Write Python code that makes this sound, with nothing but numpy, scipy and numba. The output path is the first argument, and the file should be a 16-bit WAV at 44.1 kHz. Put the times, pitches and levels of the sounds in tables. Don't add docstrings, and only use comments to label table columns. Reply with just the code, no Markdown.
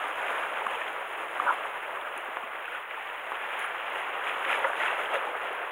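import sys
import numpy as np
from scipy import signal
from scipy.fft import rfft, irfft, next_fast_len
from scipy.io import wavfile
from scipy.ndimage import uniform_filter1d
from numba import njit

SR = 44100
rng = np.random.default_rng(int(sys.argv[2]) if len(sys.argv) > 2 else 0)


def nominal_scale(level):
    x = np.asarray(level, float) / 20
    return 10 ** x


def file_out(sig):
    cols = np.atleast_2d(sig).T
    lim = np.clip(cols, -1, 1)
    pcm = np.round(lim * 32767).astype(np.int16)
    wavfile.write(sys.argv[1], SR, pcm)


N = 251811
STEP = 64

# frequency in Hz, then the shares (about 0 to 1.3, or
LAYERS = [
    (500, 1, -0.73, 0.98, 0.063),
    (1110, 0.96, -0.25, 0.45, .05),
    (2400, 0.71, 0.53, 1.31, .05),
    (8500, 0.87, -0.61, 1.16, 1.1),
]
# frequency in Hz, gain in dB.
HOUSING_PORT = [(4300, -42.5), (4560, -49.5), (4800, -43.5), (5300, -44.5), (5540, -54), (5690, -62),
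                (5830, -52), (6100, -42.5), (6800, -35.5), (7800, -41), (8800, -37), (10100, -28.5),
                (11000, -35.5), (12600, -44), (16500, -39)]


def on_log(table, hz):
    f, db = np.transpose(table)
    return np.interp(np.log(np.maximum(hz, 1)), np.log(f), db)


def colour(x, table):
    size = 4096
    hz = np.arange(size // 2 + 1) * SR / size
    cepstrum = irfft(np.log(nominal_scale(on_log(table, hz))))
    cepstrum[1:size // 2] *= 2
    cepstrum[size // 2 + 1:] = 0
    response = irfft(np.exp(rfft(cepstrum)))[:size // 2]
    return signal.fftconvolve(x, response)[:N]


def level(x, db):
    return x * nominal_scale(db) / np.sqrt(np.mean(x ** 2))


def walk(rate):
    hold, count = int(SR / STEP / rate), N // STEP + 1
    held = np.repeat(rng.standard_normal(count // hold + 1), hold)
    return 0.88 * uniform_filter1d(uniform_filter1d(held, hold), hold)[:count]


@njit
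def ring(at, hz, t60, rise, swell, size):
    out = np.zeros(N)
    for k in range(len(at)):
        start, length = int(at[k] * SR), int(t60[k] * SR)
        phasor = size[k] + 0j
        advance = np.exp(2j * np.pi * hz[k] / SR - np.log(1000) / length)
        climb = np.exp(2j * np.pi * hz[k] * rise[k] / SR / length)
        onset, grow = 0., 1 / (1 + swell[k] * SR)
        for i in range(max(start, 0), min(start + length, N)):
            onset += (1 - onset) * grow
            out[i] += onset * phasor.imag
            phasor *= advance
            advance *= climb
    return out


def wash():
    bubble_count = 40000
    u = rng.random((bubble_count, 5)).T
    hz = 250 * (16000 / 250) ** u[1]
    cycles = 5.2 + 16 * u[2] ** 2
    spread_db = np.minimum(2.34 * -np.log(1 - u[3]), 13)
    size = nominal_scale(spread_db) * hz / np.sqrt(cycles)
    bubbles = ring(u[0] * N / SR, hz, cycles / hz, 0.045 * u[4], 0.44 / hz, size)
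    foam = rng.standard_normal(N)
    fft_size = next_fast_len(N)
    water = rfft(level(bubbles, -3.5) + level(foam, -3.5), fft_size)
    octave = np.log2(np.maximum(np.arange(len(water)) * SR / fft_size, 20))

    t = np.arange(N // STEP + 1) * STEP
    sea_db = sea_state(t / SR)
    out, surge, shared = 0, walk(45), walk(15)
    for centre in np.arange(4, 14.6, .5):
        band = np.cos(np.pi * np.clip(octave - centre, -.5, .5)) ** 2
        layer = irfft(water * band)[:N]
        place = np.interp(centre, np.log2(np.transpose(LAYERS)[0]), range(4))
        k = min(int(place), 2)
        db = sea_db[k] + (place - k) * (sea_db[k + 1] - sea_db[k])
        shared = np.sqrt(.6) * shared + np.sqrt(.4) * walk(16)
        db = db + surge + 0.76 * shared + 0.69 * walk(40)
        depth = np.clip((centre - 5.5) / 2.5, .3, 1)
        depth *= 1 + 0.95 * np.exp(-((centre - 12.3) / 0.21) ** 2)
        out = out + layer * np.interp(np.arange(N), t, nominal_scale(depth * db))
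    return out


def sea_state(s):
    # time in seconds, swell in dB, froth in dB over the swell, spray in dB over the swell.
    sea = [
        (0.0, -30.5, 3.5, 1.8),
        (0.27, -31, 1.9, 1.6),
        (1.0, -34.5, -0.3, 0.3),
        (1.48, -33.5, -0.5, 0.5),
        (1.92, -36, -1.2, -0.7),
        (2.96, -39.5, 1.7, 0.8),
        (3.51, -33, 3.5, 0.9),
        (3.9, -34, 3.9, -0.5),
        (4.71, -29.5, 0, 0.2),
        (5.71, -34.5, 0.4, -3.2),
    ]
    # peak time in seconds, lift in dB, length in seconds, extra froth in dB.
    slap_events = [(.15, -1.5, 0.15, -2), (0.38, 1.5, 0.11, -1), (0.587, 1, 0.24, 1),
                   (0.668, 0.3, 0.034, -2), (0.76, 2.5, 0.067, 1.5), (1.3, 0, 0.11, 1), (1.495, 1, .1, -1),
                   (2.15, 1, 0.17, .6), (2.66, 0, 0.033, 5), (2.73, 2, 0.13, 1), (2.856, -2, 0.055, 2),
                   (3.003, 2, 0.18, 1), (3.43, 0, 0.14, 0.5), (3.603, 1, 0.11, -0.5),
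                   (3.975, 2, 0.15, -3.5), (4.272, 3.5, 0.073, 1), (4.45, 5, 0.0088, 8),
                   (4.525, 6, 0.12, 2), (4.727, -3, 0.058, 1), (4.854, 4.5, 0.17, 2.5),
                   (5.02, 2.5, 0.088, 0), (5.063, 1.5, 0.02, 0), (5.146, 6.5, 0.06, 1),
                   (5.27, 1, 0.087, -2), (5.45, 3, .1, -1)]
    rise_share = 0.95
    at, swell_db, froth_db, spray_db = np.transpose(sea)
    swell, froth, mist = (np.interp(s, at, db - np.mean(db)) for db in (swell_db, froth_db, spray_db))
    peak, lift_db, length, extra_db = np.transpose(slap_events)[:, :, None]
    width = length * np.where(s < peak, rise_share, 1)
    shape = np.exp(-(2 * (s - peak) / width) ** 2)
    slaps = np.sum(lift_db * shape, axis=0)
    froth = froth + np.sum(extra_db * shape, axis=0)
    return [a * swell + b * froth + c * slaps + d * mist for _, a, b, c, d in LAYERS]


def plops():
    # start in seconds, peak in dB, pitch in Hz, 60 dB decay time in seconds.
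    calm = [(.573, -28, 730, .025), (.619, -16.5, 890, 0.016), (0.815, -22.5, 1790, 0.04),
            (.8785, -19.5, 3220, 0.005), (1.399, -5.5, 1175, 0.016), (1.464, -16, 990, 0.025),
            (1.47, -15.5, 950, 0.052), (1.484, -29, 1050, .022), (1.488, -21, 830, 0.033),
            (1.491, -8, 1355, 0.027), (1.5, -14, 1360, 0.031), (1.506, -7, 980, .018),
            (1.465, -17, 1490, .03), (1.522, -18, 1080, 0.016), (1.534, -24, 1050, .018),
            (2.435, -22, 1090, .03), (2.552, -20, 1970, 0.009), (2.656, -23, 2570, 0.0091),
            (2.679, -20, 1460, 0.022), (2.745, -24.5, 1445, 0.053), (2.984, -26, 966, .03)]
    # start in seconds, peak in dB, pitch in Hz, 60 dB decay time in seconds.
    breaking = [(4.449, -30, 1670, 0.013), (4.493, -11.5, 2400, .012), (4.498, -15, 1400, .025),
                (4.538, -13.5, 1730, .026), (4.547, -19, 1170, .025), (4.646, -12.5, 1940, .022),
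                (4.649, -11, 920, 0.03), (4.645, -14, 537, .083), (4.664, -15, 1410, 0.041),
                (4.799, -13, 1940, 0.026), (4.834, -13, 850, 0.019), (4.836, -18, 1400, .015),
                (4.853, -16, 1740, .02), (4.88, -16, 2660, 0.016), (4.904, -13, 1460, 0.016),
                (5.132, -22, 1250, .047), (5.144, -14, 540, 0.032), (5.162, -16.5, 538, 0.055),
                (5.345, -17, 1240, 0.035), (5.271, -18, 875, 0.039)]
    at, db, hz, t60 = np.transpose(calm + breaking)
    swell_share = np.where(at < breaking[0][0], 0.07, 0.099)
    pitch_climb = 0.061 + 0 * at
    return ring(at, hz, t60, pitch_climb, swell_share * t60, nominal_scale(db))


def gurgles():
    # start in seconds, length in seconds, level in dB, middle pitch in Hz, spread in octaves.
    swarms = [
        (1.404, .09, -33.5, 1034, 0.37),
        (1.46, .08, -26.5, 1270, 0.89),
        (4.638, .02, -29, 1400, 1.07),
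        (5.125, .06, -51, 1290, 1.5),
        (2.97, .021, -40, 1025, 0.59),
        (4.797, .125, -32, 1900, 0.68),
    ]
    peak_share = 0.26
    out = 0
    for start, length, db, middle_hz, octaves in swarms:
        u = rng.random((60, 3)).T
        at = start + length * u[0]
        hz = middle_hz * 2 ** (octaves * (u[1] - .5))
        density = np.interp(u[0], (0, peak_share, 1), (.3, 1, .15))
        size = nominal_scale(db + 12.0 * u[2]) * density
        out = out + ring(at, hz, 26 / hz, 0.088 + 0 * at, 1.9 / hz, size)
    return out


def clicks():
    # start in seconds, peak in dB, pitch in Hz, 60 dB decay time in seconds, pitch rise per ring.
    dry_clicks = [(0.6652, -19.5, 1300, 0.0052, -0.14), (0.667, -17, 1200, 0.011, -0.17),
                  (2.0132, -30, 3600, 0.0034, -0.23), (2.3698, -12, 1490, 0.0031, -1.6),
                  (2.3703, -21, 860, 0.0058, 0.18), (2.91, -24, 2300, 0.0039, -0.29),
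                  (3.319, -16.5, 1220, 0.004, -0.74), (3.354, -28, 2820, 0.0045, 0.31),
                  (3.414, -24, 1800, .005, 0.066), (4.6435, -15, 1310, 0.013, 0.39),
                  (5.058, -26, 2900, 0.006, 0.33), (4.296, -21, 2500, 0.0039, 0.05),
                  (4.733, -15, 1500, 0.004, 0), (4.682, -25, 1500, 0.0046, 0)]
    at, db, hz, t60, rise = np.transpose(dry_clicks)
    return ring(at, hz, t60, rise, 0.31 / hz, 2.0 * nominal_scale(db))


def through_housing(x):
    x = signal.sosfilt(signal.cheby2(8, 45, 4400, fs=SR, output="sos"), x)
    return signal.sosfilt(signal.butter(4, 340, "high", fs=SR, output="sos"), x)


def knocks():
    # start in seconds, peak in dB, pitch in Hz, 60 dB decay time in seconds.
    hollows = [
        (0.663, -42, 218, 0.055),
        (1.398, -41.5, 303, 0.058),
        (1.45, -38, 264, 0.034),
        (2.163, -43.5, 299, 0.061),
        (2.283, -46, 260, 0.064),
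        (2.437, -37, 250, 0.029),
    ]
    at, db, hz, t60 = np.transpose(hollows)
    return ring(at, hz, t60, 0 * at, 1.0 / hz, 1.3 * nominal_scale(db))


def treble_port():
    middle = [(hz, db - HOUSING_PORT[-4][1]) for hz, db in HOUSING_PORT[4:-2]]
    return [(4000, -40), (5100, -28)] + middle + [(12600, -21), (16000, -6)]


def spray():
    # start in seconds, peak in dB, brightness from -1 to 1.
    drops = [(.158, -51, -0.59), (.6655, -48, -.7), (.9298, -50, 0.05), (1.5234, -51, 0.05),
             (2.177, -41.5, -.2), (2.6404, -59, 0.05), (2.656, -55, -.8), (2.75, -59, -.9),
             (3.593, -42, .7), (3.6017, -55, 0.05), (3.8995, -50, 0.05), (4.591, -43.5, 0.05),
             (5.0085, -50, 0.05), (5.1402, -45, -0.38), (5.5293, -49, 0.23)]
    size, t60 = 2000, 0.012
    decay = np.exp(-np.log(1000) * np.arange(size) / SR / t60)
    out = np.zeros(N + size)
    for at, db, bright in drops:
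        i = int(at * SR)
        crack = signal.lfilter([1, -bright], 1, rng.standard_normal(size))
        out[i:i + size] += nominal_scale(db) * crack * decay
    return nominal_scale(12.0) * colour(out[:N], treble_port())


def sizzle():
    # start in seconds, end in seconds.
    sizzle_s = (3.598, 3.672)
    start, end = sizzle_s
    points = (start - .002, start, start + .03, end - .01, end)
    gate = np.interp(np.arange(N) / SR, points, (0, 1, .6, 1, 0))
    crackle = np.repeat(nominal_scale(4.3 * rng.standard_normal(N // STEP + 1)), STEP)[:N]
    steep_port = [(hz, 2.3 * db) for hz, db in treble_port()]
    foam = colour(rng.standard_normal(N) * crackle, steep_port)
    return gate * level(foam, -52.5)


def preamp_hiss():
    # frequency in Hz, gain in dB.
    hiss_colour = [(25, 7), (150, -8.5), (400, -13), (6000, -46), (9000, -24), (12600, -9), (15200, 3),
                   (20000, -8)]
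    return level(colour(rng.standard_normal(N), hiss_colour), -65)


def supply_buzz():
    t = np.arange(N) / SR
    ripple_hz = 119.78
    partials = [np.sin(2 * np.pi * (k * ripple_hz * t + rng.random())) for k in range(118, 128)]
    return nominal_scale(-98) * sum(partials)


def scene():
    # frequency in Hz, gain in dB.
    housing_body = [(15, -64), (25, -34.5), (143, -25.5), (258, -21), (333, -12), (468, -4.5), (532, -3),
                    (579, -2), (905, 0), (1380, 0), (2730, -7.5), (3380, -16), (4000, -32.5), (5200, -49),
                    (8800, -120)]
    rush = level(colour(wash(), housing_body[1:-2] + HOUSING_PORT), -33)
    bubbles = through_housing(plops() + gurgles() + clicks())
    return (rush + bubbles + knocks() + spray() + sizzle())[None]


def roll_off(x):
    return signal.sosfilt(signal.butter(12, 17080, fs=SR, output="sos"), x)


def record(dry):
    top = signal.ellip(12, .3, 60, 15790, fs=SR, output="sos")
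    mix = signal.sosfilt(top, dry + preamp_hiss() + supply_buzz())
    return roll_off(mix)


dry = scene()
out = record(dry)
file_out(out)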